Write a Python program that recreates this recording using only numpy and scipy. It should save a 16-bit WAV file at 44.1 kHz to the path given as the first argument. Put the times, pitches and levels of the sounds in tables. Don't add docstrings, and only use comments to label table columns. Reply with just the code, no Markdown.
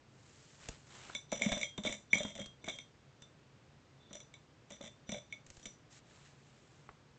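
import sys
import numpy as np
from scipy import signal
from scipy.fft import rfft, irfft
from scipy.io import wavfile
from scipy.ndimage import uniform_filter1d

SR = 44100
rng = np.random.default_rng(int(sys.argv[2]) if len(sys.argv) > 2 else 0)


def pcm_store(signal):
    levels = np.round(np.clip(np.atleast_2d(signal), -1, 1) * 32767)
    wavfile.write(sys.argv[1], SR, levels.astype(np.int16).T)


N = 317010


def amp(db):
    return 10 ** (np.asarray(db) / 20)


def unit(x):
    return x / np.sqrt(np.mean(x ** 2) + 1e-20)


def read(points, hz):
    f, value = np.transpose(points)
    return np.interp(np.log(hz + 1), np.log(f + 1), value)


def add(mix, s, sound):
    part = mix[max(round(s * SR), 0):][:len(sound)]
    part += sound[:len(part)]


def stroke(start, end):
    gain = np.zeros(N)
    add(gain, start, signal.windows.tukey(round((end - start) * SR), 0.7))
    return gain


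def colour(x, spectrum):
    log_gain = np.log(amp(read(spectrum, abs(np.fft.fftfreq(2048, 1 / SR)))))
    taps = np.fft.ifft(np.exp(np.conj(signal.hilbert(log_gain)))).real[:1024]
    return signal.oaconvolve(x, taps / np.linalg.norm(taps))[:len(x)]


def burst(spectrum, t60):
    t = np.arange(SR // 6) / SR
    crack = colour(rng.standard_normal(len(t)) * amp(-60 * t / t60), spectrum)
    return crack / np.sqrt(np.mean(crack[:SR // 200] ** 2))


# f/Hz, relative level/dB
AIR_SPECTRUM = [(15, -58.5), (25, -18), (32, -25.5), (62, -9.5), (142, -2), (172, -10.5), (220, -9.5),
                (505, -14.5), (729, -18.5), (804, -18.5), (1630, -22), (2080, -23.5), (2360, -24),
                (7070, -32.5), (8600, -42.5), (11200, -86), (18900, -120)]

def room_tone(air_db=-64, drone_hz=138, drone_width_hz=16, drone_db=-71):
    hz = np.fft.rfftfreq(N, 1 / SR)
    air = irfft(rfft(rng.standard_normal(N)) * amp(read(AIR_SPECTRUM, hz)), N)
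    peak = 1 / (1 + ((hz - drone_hz) / drone_width_hz) ** 2)
    drone = irfft(rfft(rng.standard_normal(N)) * peak, N)
    return amp(air_db) * unit(air) + amp(drone_db) * unit(drone)


# f/Hz, relative level/dB
HISS_SPECTRUM = [(300, -11.5), (1500, 14.5), (3500, 14.5), (5500, 15), (7500, 18.5), (12000, -41)]
RUB_SPECTRUM = [(100, -5.5), (500, -4), (1200, -4.5), (2300, -5.5), (4000, -9), (9000, -43)]
# start t/s, end t/s, hiss level/dB, rub level/dB
BRUSH_STROKES = [(0.024, 1.065, -66.5, -74), (0.57, 0.782, -69.5, -62.5), (0.844, 1.223, -61, -58),
                 (3.4, 4.103, -97, -86), (5.4, 5.81, -69.5, -91), (5.887, 6.017, -62, -75),
                 (6.0, 6.387, -69.5, -69), (6.15, 7.096, -75.5, -76)]

def brushing(grain_db=2):
    roughness = unit(uniform_filter1d(rng.standard_normal(N), size=90))
    grain = unit(amp(grain_db * roughness))
    hiss = colour(rng.standard_normal(N), HISS_SPECTRUM)
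    rub = colour(rng.standard_normal(N), RUB_SPECTRUM)
    out = np.zeros(N)
    for start, end, hiss_db, rub_db in BRUSH_STROKES:
        out += stroke(start, end) * (amp(hiss_db) * hiss + amp(rub_db) * rub)
    return grain * out


# f/Hz, relative level/dB
TAP_SPECTRUM = [(200, -5), (700, 1), (1250, 7), (2200, -5), (4000, -14.5), (9000, -40)]
THUMP_SPECTRUM = [(40, 2), (200, -6.5), (500, -10), (1000, -21.5), (4000, -64.5)]
# t/s, level/dB
CLAW_TICKS = [(0.637, -54), (0.687, -29), (2.4597, -39.5), (2.7621, -49), (3.2205, -46.5), (5.465, -44.5),
              (5.502, -39), (5.5688, -44.5), (5.5958, -49), (5.66, -37.5), (5.737, -56)]

def claws():
    out = np.zeros(N)
    for s, db in CLAW_TICKS:
        add(out, s, amp(db - 13) * burst(HISS_SPECTRUM, t60=0.028))
        add(out, s, amp(db - 26.5) * burst(TAP_SPECTRUM, t60=0.03))
        add(out, s, amp(db - 17) * burst(THUMP_SPECTRUM, t60=0.054))
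    return out


# t/s, level/dB, thump offset/dB
FLOOR_TAPS = [(1.098, -40, -30), (6.8904, -41, -13.5)]

def dull_taps():
    out = np.zeros(N)
    for s, db, thump_db in FLOOR_TAPS:
        add(out, s, amp(db - 6.5) * burst(TAP_SPECTRUM, t60=0.034))
        add(out, s, amp(db + thump_db) * burst(THUMP_SPECTRUM, t60=0.046))
    return out


DISH_MODES = { "thud": [(214.4, -3.5, 0.12), (244, -9.5, 0.1), (161, -12, 0.013)],
              "hollow": [(578.3, -2, 0.071), (622.6, -2.5, 0.062), (516, -10.5, 0.037)],
              "clang": [(2209, -1, 0.033), (2271, -4, 0.026), (2234, -16.5, 0.13), (2270, -32.5, 0.059),
              (2363, -24, .14), (2100, -8.5, .02)], "ring": [(3245, -9, .06), (3470, -8, .12),
              (3545, -3, .1), (3580, 0, .14), (3870, -10, .06), (3920, -9, .14)], "shimmer": [(5908, 0, .2),
              (5968, -2, .19), (7142, -7, .17), (8856, -21, .15)], "sing": [(3241, 0, .55)], }

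def ring(register, rise_s, spread_db, detune=0, flutter=0):
    modes = DISH_MODES[register]
    t = np.arange(0, max(t60 for _, _, t60 in modes), 1 / SR)
    knots = np.linspace(0, 0.8, 160)
    out = np.zeros(len(t))
    for hz, db, t60 in modes:
        weight, shift = np.clip(rng.standard_normal(2), -2, 2)
        rattle = 1 + flutter * np.interp(t, knots, rng.standard_normal(len(knots)))
        decay = amp(db + spread_db * weight - 60 * t / t60)
        out += rattle * decay * np.sin(2 * np.pi * hz * (1 + detune * shift) * t)
    out *= 1 - np.exp(-t / rise_s)
    return out / np.sqrt(np.mean(out[:SR // 100] ** 2))


def resound(drive, register):
    modes = ring(register, rise_s=0.00055, spread_db=4)
    return signal.oaconvolve(drive, modes / np.linalg.norm(modes))[:N]


def grazes(strikes, pause_s=0.15, slide_s=0.034):
    gain, previous = np.zeros(N), 0
    for s, db, _, _ in strikes:
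        if s - previous > pause_s:
            gain += amp(db) * stroke(s - slide_s, s + slide_s / 2)
        previous = s
    rim = resound(rng.standard_normal(N), "ring")
    shimmer = resound(rng.standard_normal(N), "shimmer")
    return gain * (amp(-23.5) * rim + amp(-26) * shimmer)


def choke(modes, linger_s=0.045):
    t = np.arange(len(modes)) / SR
    contact = 1 - np.exp(-(t / linger_s) ** 2)
    return modes * amp(-2.25 - 4.5 * contact)


# f/Hz, relative level/dB
TICK_SPECTRUM = [(300, -14), (1200, -2), (2000, -3), (3700, 8), (4400, -11), (5200, -2.5), (6100, 3.5),
                 (7400, 5.5), (9000, -15.5)]
# t/s, level/dB, clang offset/dB, tilt from ring to shimmer/dB
TAG_STRIKES = [(1.1498, -39, 9.5, -0.5), (1.3184, -41, 2.5, 13.5), (1.3284, -42.5, 9, 0),
               (1.4134, -48.5, -8, -4), (1.4197, -35, 16, 11.5), (1.4314, -50.5, 8, -13),
               (1.4604, -47, 9, -1), (1.4944, -50.5, 15, 8), (1.5204, -37.5, 1, -5.5),
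               (1.5274, -42, 13, -3.5), (1.5774, -43, 3, 10), (1.6134, -41, 9, 3), (1.6307, -40.5, 19, 2),
               (1.7779, -43.5, 0, -4), (1.8357, -45.5, -3, -6), (1.8507, -44, -2, -12),
               (1.8614, -40, 3.5, -0.5), (1.8721, -41, 16.5, -6), (1.9254, -42.5, 10, 7),
               (2.1315, -36.5, 27.5, 12), (2.1444, -40, -5, 12), (2.1824, -39.5, -7, -1),
               (2.2324, -42, -8, 2), (2.3974, -47.5, 0, 3), (2.4144, -56, 7, 0), (2.6425, -50, 11, 8),
               (2.6843, -38.5, 6, 3.5), (2.6964, -44, 10, -8), (2.7868, -48.5, 9.5, 0),
               (3.2219, -55.5, -19, 2.5), (4.1301, -47, -17, 11), (4.1535, -51, -2, 8),
               (4.2028, -52, -1, 8), (4.3394, -55.5, 11, -1), (4.7042, -52.5, -4, 6),
               (4.7217, -51, -6, -3.5), (4.8115, -52.5, -9, -3), (4.8384, -58, -11, 9),
               (5.0923, -44, 6.5, 6), (5.1184, -42.5, -2, 11), (5.1447, -53, 14, -4), (5.325, -50, 20, 3),
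               (5.629, -57.5, -15, 20), (5.6555, -45, 2.5, 10.5)]

def clinks():
    out = grazes(TAG_STRIKES)
    for s, db, square_db, edge_db in TAG_STRIKES:
        rim = ring("ring", rise_s=0.001, spread_db=2, detune=0.005, flutter=0.8)
        clang = ring("clang", rise_s=0.0033, spread_db=1, detune=0.0066, flutter=0.32)
        shimmer = ring("shimmer", rise_s=0.0017, spread_db=6, detune=0.0019, flutter=0.86)
        add(out, s, amp(db + square_db - 9.5) * choke(clang))
        add(out, s, amp(db - edge_db / 2 - 2) * choke(rim))
        add(out, s, amp(db + edge_db / 2 - 10.5) * choke(shimmer))
        add(out, s, amp(db - 3) * burst(TICK_SPECTRUM, t60=0.017))
    return out


# f/Hz, relative level/dB
PUSH_SPECTRUM = [(25, -10), (70, -3.5), (130, -2), (210, 9.5), (350, -12), (700, -25), (3000, -56)]
CLACK_SPECTRUM = [(40, -1.5), (200, -1), (400, 2), (800, 0.5), (1400, -5), (2000, -4.5), (3000, -16),
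                  (8000, -33.5)]
# t/s, level/dB, tilt from hollow to thud/dB
DISH_DROPS = [(1.324, -34.5, -14), (1.412, -41.5, -10), (1.46, -38, 16), (1.487, -45, -14),
              (1.519, -30.5, 1), (1.569, -40, -7), (1.781, -36.5, 9), (1.85, -37.5, -14), (1.865, -41.5, 6),
              (1.894, -43, -2), (2.132, -42, 19), (2.155, -41.5, 9), (2.205, -38, -12), (2.232, -53.5, -10),
              (2.25, -40.5, 10), (2.361, -52, -8), (2.386, -46.5, -13.5), (2.404, -48, 18),
              (2.64, -52.5, 6), (2.678, -38, -3), (3.221, -57.5, 9), (4.109, -53, 1), (4.151, -54.5, -14),
              (4.706, -49, -3.5), (4.808, -48.5, -8.5), (4.839, -50.5, -3), (5.092, -44.5, 20.5),
              (5.122, -46.5, -15), (5.144, -47.5, -21)]

def knocks(nudge_db=-10):
    out = np.zeros(N)
    nudges = [(s, db + nudge_db, 0) for s, db, _, _ in TAG_STRIKES]
    for s, db, tilt_db in DISH_DROPS + nudges:
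        flat_db, edge_db = db + tilt_db / 2, db - tilt_db / 2
        thud = ring("thud", rise_s=0.0011, spread_db=2.5, detune=0.043)
        hollow = ring("hollow", rise_s=0.0071, spread_db=2.5, detune=0.011, flutter=0.51)
        add(out, s, amp(flat_db - 6.5) * thud)
        add(out, s, amp(flat_db - 9) * burst(PUSH_SPECTRUM, t60=0.04))
        add(out, s, amp(edge_db - 8) * hollow)
        add(out, s, amp(db - 5.5) * burst(CLACK_SPECTRUM, t60=0.058))
    return out


# start t/s, end t/s, opening level/dB
DISH_SKIDS = [(1.334, 1.414, -56.5), (1.417, 1.672, -48.5), (1.838, 1.958, -51.5), (2.123, 2.318, -53),
              (2.344, 2.454, -58.5), (2.659, 2.76, -59.5), (4.13, 4.178, -62.5), (4.698, 4.77, -65.5),
              (4.824, 4.886, -60.5), (5.116, 5.192, -58)]

def chatter(hops_per_s=330, size_db=3, sag_db_per_s=46.5):
    shoves = np.zeros(N)
    for start, end, db in DISH_SKIDS:
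        t = np.arange(0, end - start, 1 / SR)
        add(shoves, start, amp(db - sag_db_per_s * t))
    size = amp(size_db * np.minimum(rng.exponential(1, N), 3))
    sign = rng.choice([-1, 1], N)
    contacts = rng.random(N) < hops_per_s / SR
    hops = unit(size * sign * contacts) * uniform_filter1d(shoves, size=300)
    out = amp(0.5) * colour(hops, TICK_SPECTRUM)
    for register, db in [("thud", -3), ("hollow", 0), ("clang", -1), ("ring", 1), ("shimmer", -2)]:
        out += amp(db) * resound(hops, register)
    return out


# t/s, level/dB
FREE_SWINGS = [(1.523, -60), (1.635, -52), (2.135, -49), (2.226, -52.5), (2.391, -51.5), (2.721, -56)]

def singing_rim(length_s=0.2, settle_s=0.09):
    out = np.zeros(N)
    for s, db in FREE_SWINGS:
        tone = ring("sing", rise_s=0.002, spread_db=0, flutter=0.15)
        t = np.arange(len(tone)) / SR
        free = np.clip((length_s - t) / settle_s, 0, 1)
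        add(out, s, amp(db) * free * tone)
    return out


def tag_drag(start_s=3.973, end_s=4.156, db=-70.5):
    return amp(db) * stroke(start_s, end_s) * resound(rng.standard_normal(N), "ring")


# f/Hz, t60/s
ROOM_DECAY = [(150, 0.22), (600, 0.25), (2500, 0.2), (8000, 0.31)]

def reflections(x, gap_s=0.011, echoes_per_s=2500):
    length = SR // 2
    echoes = rng.choice([-1., 1.], length) * (rng.random(length) < echoes_per_s / SR)
    echoes *= np.arange(length) > gap_s * SR
    hz, t, bands = signal.stft(echoes, SR, nperseg=256)
    decay = amp(-60 * t / read(ROOM_DECAY, hz)[:, None])
    _, tail = signal.istft(bands * decay, SR, nperseg=256)
    return signal.oaconvolve(x, tail / np.linalg.norm(tail))[:N]


def scene():
    background = room_tone() + brushing()
    floor = claws() + dull_taps()
    dish = clinks() + knocks() + chatter() + singing_rim() + tag_drag()
    walls = reflections(amp(-9) * dish + amp(-13.5) * floor)
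    mono = background + floor + dish + walls
    return np.array([mono, mono])


def record(dry):
    lowpass = signal.firwin(161, 8700, window=("kaiser", 8), fs=SR)
    return signal.oaconvolve(dry, lowpass[None], "same")


dry = scene()
out = record(dry)
pcm_store(out)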